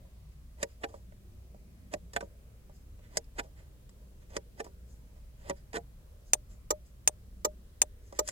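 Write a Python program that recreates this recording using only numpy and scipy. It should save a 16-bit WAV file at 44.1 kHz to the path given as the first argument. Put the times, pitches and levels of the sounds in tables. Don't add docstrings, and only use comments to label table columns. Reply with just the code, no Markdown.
import sys
import numpy as np
from scipy import signal
from scipy.io import wavfile
from scipy.ndimage import uniform_filter1d

SR = 44100
rng = np.random.default_rng(int(sys.argv[2]) if len(sys.argv) > 2 else 0)


def store_wav(level_fs):
    pcm = np.round(np.clip(np.atleast_2d(level_fs), -1, 1) * 32767)
    wavfile.write(sys.argv[1], SR, pcm.T.astype(np.int16))


def magnitude_from_level(level_db):
    exponent = np.asarray(level_db, float) / 20
    return 10 ** exponent


N = 366471

# (frequency [Hz], relative level per Hz [dB])
QUIET_SPECTRUM = [(12, -44), (20, -6.5), (44, -4.5), (65, -13.5), (98, -7.5), (127, -16), (177, -16.5),
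                  (293, -27.5), (357, -27.5), (607, -29), (718, -38.5), (1710, -40), (3950, -44),
                  (14700, -45.5), (16000, -56)]
QUIET_DB = -54
# (frequency [Hz], likeness [-1 to 1])
SIDE_LIKENESS = [(60, 0.98), (180, 0.81), (550, 0.46), (1650, -0.27), (4970, -0.061), (15000, -0.18)]
# (time [s], level [dB])
DRONE_LEVEL = [(0, -55.5), (4.7, -56), (4.86, -47.5), (5.049, -56.5), (8.31, -53.5)]
DRONE_HZ, DRONE_WIDTH_HZ = 58.76, 8.35
DRONE_WAVER_DB, DRONE_WAVERS_PER_S = 2, 6.0

RELAY_LAG_MS, PANEL_LAG_MS = 0.41, 0.3
ECHO_MS, ECHO_TOP_HZ = 18, 590
CABIN_T60_S, CABIN_DB = 0.023, -8.5

# (frequency [Hz], time to fall 60 dB [s], pull-in level [dB], drop-out level [dB], left over right [dB])
RELAY_MODES = [(420, 0.026, -26.5, -29, -12.5), (457, 0.034, -22, -2, -14.5), (519, 0.043, -13, -2.5, -14),
               (606, 0.12, -16, -4, 0), (860, 0.012, -5, 13, 3.5), (981, 0.034, -22, -20.5, 24.5),
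               (1208, 0.031, -12, 0, -15.5), (1850, 0.02, -6, -5, -4.5), (2342, 0.0095, -16.5, -12, 18),
               (3160, 0.014, -23, -18.5, 18.5), (3573, 0.02, -9.5, -17.5, -17.5),
               (4190, 0.025, -12.5, -19.5, -12), (5040, 0.01, -11.5, -3.5, 2),
               (5800, 0.016, -28.5, 3.5, -13), (6655, 0.017, -16.5, -7, 15.5), (6336, 0.022, 7, -2, -14.5),
               (7000, 0.0053, 12.5, 1.5, 13), (7230, 0.01, 6, 9, 4), (8300, 0.012, 5.5, -16, 11),
               (8160, 0.018, -7.5, -19.5, 9.5), (8550, 0.044, -2, -30.5, 12),
               (9400, 0.025, -3.5, -34.5, 6.5), (10850, 0.025, -9, -21.5, 2),
               (10110, 0.012, -5.5, -17.5, -8.5), (10620, 0.025, -19.5, -19, -4.5),
               (11000, 0.02, -16.5, -30, -7.5), (11000, 0.025, -25, -28.5, 4.5),
               (14100.0, 0.012, -22.5, 0.5, -2.5), (14600, 0.025, -12.5, -11, 5),
               (14000, 0.02, -23.5, -19, -6)]
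# (rise [ms], fall [ms])
PULL_IN_MS, DROP_OUT_MS = (1.22, 1.06), (4.2, 2.9)
PULL_IN_DB, DROP_OUT_DB = -12, -20
RELAY_START_S, RELAY_PERIOD_S, RELAY_HOLD_S = 6.334, 0.742, 0.371

# (frequency [Hz], time to fall 60 dB [s], press level [dB], release level [dB], left over right [dB])
PANEL_MODES = [(196.5, 0.092, -2, -2.5, -7.5), (218, 0.06, -15, -26, -9.5), (325.4, 0.13, -13, -48, -2),
               (388, 0.088, -8, -2.0, -13), (458.4, 0.12, -2.5, 14, -1.5), (562, 0.086, 1.5, 9, -2.5),
               (609, 0.051, 9, -41, -3), (689, 0.063, -13, 11.5, -6.5), (804, 0.082, -7, 7, 1.5),
               (944.5, 0.082, -9, 2, -3.5), (1177, 0.0035, -7.5, -31, -28.5), (1533, 0.011, -12, -6, -32),
               (1790, 0.013, 1.5, 10, -9.5), (1956, 0.014, 5, -7, -18.5), (2320, 0.015, 0.5, 3, 13.5),
               (2960, 0.014, -20.5, -42, 32), (3290, 0.012, -23, -39, 11.5),
               (3800, 0.0074, -10.5, -23, -14.5), (4700, 0.0081, -25, -67, 1),
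               (4970, 0.015, -2.5, -13.5, -27.5), (5744, 0.012, -3.5, -5.5, 7.5),
               (6330, 0.012, 6.5, -6.5, -1.5), (6740, 0.026, -10, -18.5, 7), (7250, 0.0081, 7.5, -18.5, 14),
               (7060, 0.01, -2.5, 4, -2), (7950, 0.01, -10, -13.5, 34.5), (8800, 0.013, -36, -26, -10),
               (10790.0, 0.01, -11, -15, -6), (14110, 0.0062, -10, -9, 4.5)]
BODY_TOP_HZ, STEM_TOP_HZ = 1000, 4000
PLASTIC_TOP_HZ = 12000

# (time [s], body level [dB], stem level [dB], tick level [dB], travel before the snap [ms])
PRESSES = [(0.629, -29.5, -30.5, -28.5, 58), (1.938, -30.5, -35.5, -39, 31), (3.171, -29, -31.5, -23.5, 77),
           (4.366, -30, -32.5, -33, 60), (5.497, -30.5, -34.5, -36.5, 73)]
# (time [s], body level [dB], stem level [dB], tick level [dB], rise [ms])
RELEASES = [(0.833, -32.5, -34, -46, 10.4), (2.161, -31, -26, -37, 5.1), (3.381, -35.5, -31, -41, 17),
            (4.594, -34, -39.5, -46, 11.2)]
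# (time [s], body level [dB], stem level [dB], tick level [dB])
STEM_CATCHES = [(2.133, -53, -49.5, -47.5), (2.206, -40.5, -41, -50), (4.643, -52.5, -58, -53),
                (5.73, -45, -45, -51.5), (5.741, -36, -59, -54), (5.756, -41, -43, -46),
                (5.767, -29.5, -36.5, -48), (5.778, -37, -65, -55)]
# (time [s], body level [dB], stem level [dB], tick level [dB])
TAPS_AND_BOUNCE = [(0.05, -59, -85, -80), (0.941, -43, -65, -73), (1.121, -57.5, -65, -74),
                   (1.545, -51, -85, -74), (2.226, -36.5, -72, -79), (2.695, -54, -85, -75),
                   (2.991, -61, -66, -76), (3.242, -73, -78, -65), (3.892, -65.5, -62.5, -59),
                   (4.665, -44.5, -61, -79), (5.506, -32.5, -41, -57), (8.125, -43.5, -60.5, -55),
                   (8.276, -52, -47.5, -36), (8.287, -41.5, -37.5, -30.5)]
# (start time [s], body level [dB], stem level [dB], tick level [dB], swell [ms])
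RUSTLES = [(.30, -85, -76, -78, 23), (.66, -76, -72, -70, 48), (.915, -56, -69, -65.5, 34),
           (2.72, -83, -90, -68.5, 40), (3.01, -74, -66, -74, 39), (3.55, -65, -64, -70, 44),
           (3.999, -66, -77, -82, 28), (4.2, -77, -68, -75, 24), (4.29, -58.5, -64.5, -63.5, 15.6),
           (4.86, -79, -85, -65.5, 51), (5.14, -66, -72, -78, 31), (5.361, -64, -66.5, -69.5, 63),
           (5.551, -70, -68, -67.5, 24), (6.24, -75, -86, -66.5, 41), (6.48, -67, -71, -65, 39),
           (6.84, -82.5, -85, -67.5, 29), (8.0, -79, -78, -67.5, 78), (8.13, -60, -61, -59.5, 40),
           (8.241, -67, -59, -51.5, 41)]
RUSTLE_FALL_SHARE = 0.98

# (rise [ms], fall [ms])
PRESS_MS, CATCH_MS, TAP_OR_BOUNCE_MS = (1.28, 2.97), (3.45, 3.1), (1.95, 3.2)
RELEASE_FALL_MS = 3.9
# levels are (body [dB], stem [dB], tick [dB]), times are (rise [ms], fall [ms])
TRAVEL_DB, TRAVEL_FALL_MS = (-50.5, -56, -62.5), 4
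SQUEEZE_DB, SQUEEZE_MS = (-51, -56.5, -54), (24, 1.5)
SLIDE_BACK_DB, SLIDE_BACK_MS, SLIDE_BACK_LEAD_S = (-52, -59.5, -60.5), (35, 6.3), 0.03
BRUSH_DB, BRUSH_MS, BRUSH_AFTER_S = (-54.5, -68, -64.5), (14.3, 23.5), 0.045
DRAG_S, DRAG_DB, DRAG_MS = 5.728, (-35, -37, -46), (38, 6)


def at_hz(points, hz):
    table = np.array(points)
    return np.interp(np.log(hz), np.log(table[:, 0]), table[:, 1])


def rms_one(x):
    return x / np.sqrt(np.mean(x ** 2) + 1e-20)


def cut(x, kind, hz, order):
    return signal.sosfilt(signal.butter(order, hz, kind, fs=SR, output="sos"), x)


def drift(rate):
    points = rng.standard_normal(int(20 * N / SR) + 2)
    return np.interp(np.arange(N) / SR * min(rate, 19), np.arange(len(points)), points)


def stereo(mid, side, hz):
    alike = np.clip(at_hz(SIDE_LIKENESS, hz), -1, 1)
    return np.sqrt(1 + alike) * mid + np.sqrt(1 - alike) * side * [[1], [-1]]


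def quiet(patchy_db):
    out = 0
    edges = 20 * 2 ** (np.arange(30) / 3)
    white = rng.standard_normal((2, 2, N + SR))
    for k, (low, high) in enumerate(zip(edges, edges[1:])):
        band = signal.butter(2, [low, high], "band", fs=SR, output="sos")
        mid, side = signal.sosfilt(band, white[k % 2])[:, SR:]
        hz = np.sqrt(low * high)
        waver_db = patchy_db * drift(4.4) / (1 + hz / 900)
        out = out + magnitude_from_level(at_hz(QUIET_SPECTRUM, hz) + waver_db) * stereo(mid, side, hz)
    return magnitude_from_level(QUIET_DB) * out / np.sqrt(np.mean(out.mean(axis=0) ** 2))


def drone():
    r, w = np.exp(-np.pi * DRONE_WIDTH_HZ / SR), 2 * np.pi * DRONE_HZ / SR
    hum = rng.standard_normal(N + SR)
    for _ in range(2):
        hum = signal.lfilter([1, 0, -1], [1, -2 * r * np.cos(w), r * r], hum)
    hum = rms_one(hum[SR:])
    local_power = uniform_filter1d(hum ** 2, size=2048)
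    hum = rms_one(hum / np.sqrt(local_power + 0.16))
    level_db = np.interp(np.arange(N) / SR, *np.transpose(DRONE_LEVEL))
    return magnitude_from_level(level_db + DRONE_WAVER_DB * drift(DRONE_WAVERS_PER_S)) * hum


def later(x, ms):
    return np.interp(np.arange(N) - ms * SR / 1000, np.arange(N), x, left=0)


def cabin(x, lag_ms, echo_db):
    whole_sample_ms = round(lag_ms * SR / 1000) * 1000 / SR
    direct = np.array([later(x[0], whole_sample_ms), x[1]])
    t = np.arange(SR // 8) / SR
    tail = rng.standard_normal((2, len(t))) * magnitude_from_level(-60 * t / CABIN_T60_S)
    tail *= t > 0.003
    tail *= magnitude_from_level(CABIN_DB) / np.sqrt(np.sum(tail ** 2, axis=1, keepdims=True))
    reflections = signal.oaconvolve(x, tail, axes=1)[:, :N]
    dull = cut(x, "low", ECHO_TOP_HZ, order=3)
    echo = magnitude_from_level(echo_db) * np.array([later(side, ECHO_MS) for side in dull])
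    return direct + echo + reflections


def chatter(rise_ms, fall_ms, grain_db):
    ms = np.arange(8192) * 1000 / SR
    rise = ms / max(rise_ms, 0.1)
    fall = np.exp((rise_ms - ms) / max(fall_ms, 0.1))
    shape = np.where(ms < rise_ms, rise, fall)
    uneven = magnitude_from_level(grain_db * rng.standard_normal(len(ms)))
    return shape * rng.standard_normal(len(ms)) * uneven


def ring(force, modes, levels_db, spread_db, crack_db):
    out = np.zeros((2, len(force)))
    for (hz, t60, *_, pan_db), db in zip(modes, levels_db):
        r, w = magnitude_from_level(-60 / (t60 * SR)), 2 * np.pi * hz / SR
        tone = rms_one(signal.lfilter([1], [1, -2 * r * np.cos(w), r * r], force + 1e-18))
        sides_db = pan_db * np.array([[0.5], [-0.5]])
        out += tone * np.sqrt(t60) * magnitude_from_level(db + spread_db * rng.standard_normal() + sides_db)
    crack = cut(force, "low", modes[-1, 0], order=4)
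    out = rms_one(out) + magnitude_from_level(crack_db) * rms_one(crack)
    out = cut(out, "high", 0.98 * modes[0, 0], order=4)
    short_term_power = uniform_filter1d(np.mean(out ** 2, axis=0), size=128)
    return out / np.sqrt(short_term_power.max())


def add(track, s, sound):
    i = round((s - 0.001) * SR)
    track[:, i:i + sound.shape[1]] += sound


def relay():
    track, modes = np.zeros((2, N + 8192)), np.array(RELAY_MODES)
    pull_in = (RELAY_START_S, PULL_IN_DB, PULL_IN_MS, modes[:, 2])
    drop_out = (RELAY_START_S + RELAY_HOLD_S, DROP_OUT_DB, DROP_OUT_MS, modes[:, 3])
    for first_s, db, times_ms, levels_db in (pull_in, drop_out):
        force = chatter(*times_ms, grain_db=2.5)
        blow = ring(force, modes, levels_db, spread_db=2.0, crack_db=-21.5)
        for s in np.arange(first_s, N / SR, RELAY_PERIOD_S):
            add(track, s, magnitude_from_level(db) * blow)
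    return track[:, :N]


def slides():
    rows = [(s - travel_ms / 1000, *TRAVEL_DB, travel_ms, TRAVEL_FALL_MS) for s, *_, travel_ms in PRESSES]
    rows += [(s - SQUEEZE_MS[0] / 1000, *SQUEEZE_DB, *SQUEEZE_MS) for s, *_ in PRESSES]
    rows += [(s - SLIDE_BACK_LEAD_S, *SLIDE_BACK_DB, *SLIDE_BACK_MS) for s, *_ in RELEASES]
    rows += [(s + BRUSH_AFTER_S, *BRUSH_DB, *BRUSH_MS) for s, *_ in RELEASES]
    return rows


def button():
    track, modes = np.zeros((2, N + 8192)), np.array(PANEL_MODES)
    part = np.digitize(modes[:, 0], [BODY_TOP_HZ, STEM_TOP_HZ])
    press_db, release_db = modes[:, 2], modes[:, 3]
    inward = [(*row[:-1], *PRESS_MS) for row in PRESSES]
    inward += [(*row, *TAP_OR_BOUNCE_MS) for row in TAPS_AND_BOUNCE]
    outward = [(*row, RELEASE_FALL_MS) for row in RELEASES]
    outward += [(*row, *CATCH_MS) for row in STEM_CATCHES]
    outward += [(DRAG_S, *DRAG_DB, *DRAG_MS)]
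    soft = slides() + [(*row, RUSTLE_FALL_SHARE * row[-1]) for row in RUSTLES]
    groups = ((inward, press_db, -14.0), (outward, release_db, -12.0), (soft, press_db, -6.0))
    for events, levels_db, crack_db in groups:
        for s, *part_levels_db, rise_ms, fall_ms in events:
            force = cut(chatter(rise_ms, fall_ms, grain_db=5.0), "low", PLASTIC_TOP_HZ, order=2)
            for k, db in enumerate(part_levels_db):
                own = part == k
                sound = ring(force, modes[own], levels_db[own], spread_db=4.0, crack_db=crack_db)
                add(track, s, magnitude_from_level(db) * sound)
    return track[:, :N]


def scene():
    background = quiet(patchy_db=4.5) + drone()
    behind_dash = cabin(relay(), RELAY_LAG_MS, echo_db=-8.0)
    near = cabin(button(), PANEL_LAG_MS, echo_db=-14.5)
    return background + behind_dash + near


def low_pass(x):
    return signal.sosfilt(signal.butter(12, 16700, fs=SR, output="sos"), x)


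def record(dry):
    return low_pass(dry)


dry = scene()
out = record(dry)
store_wav(out)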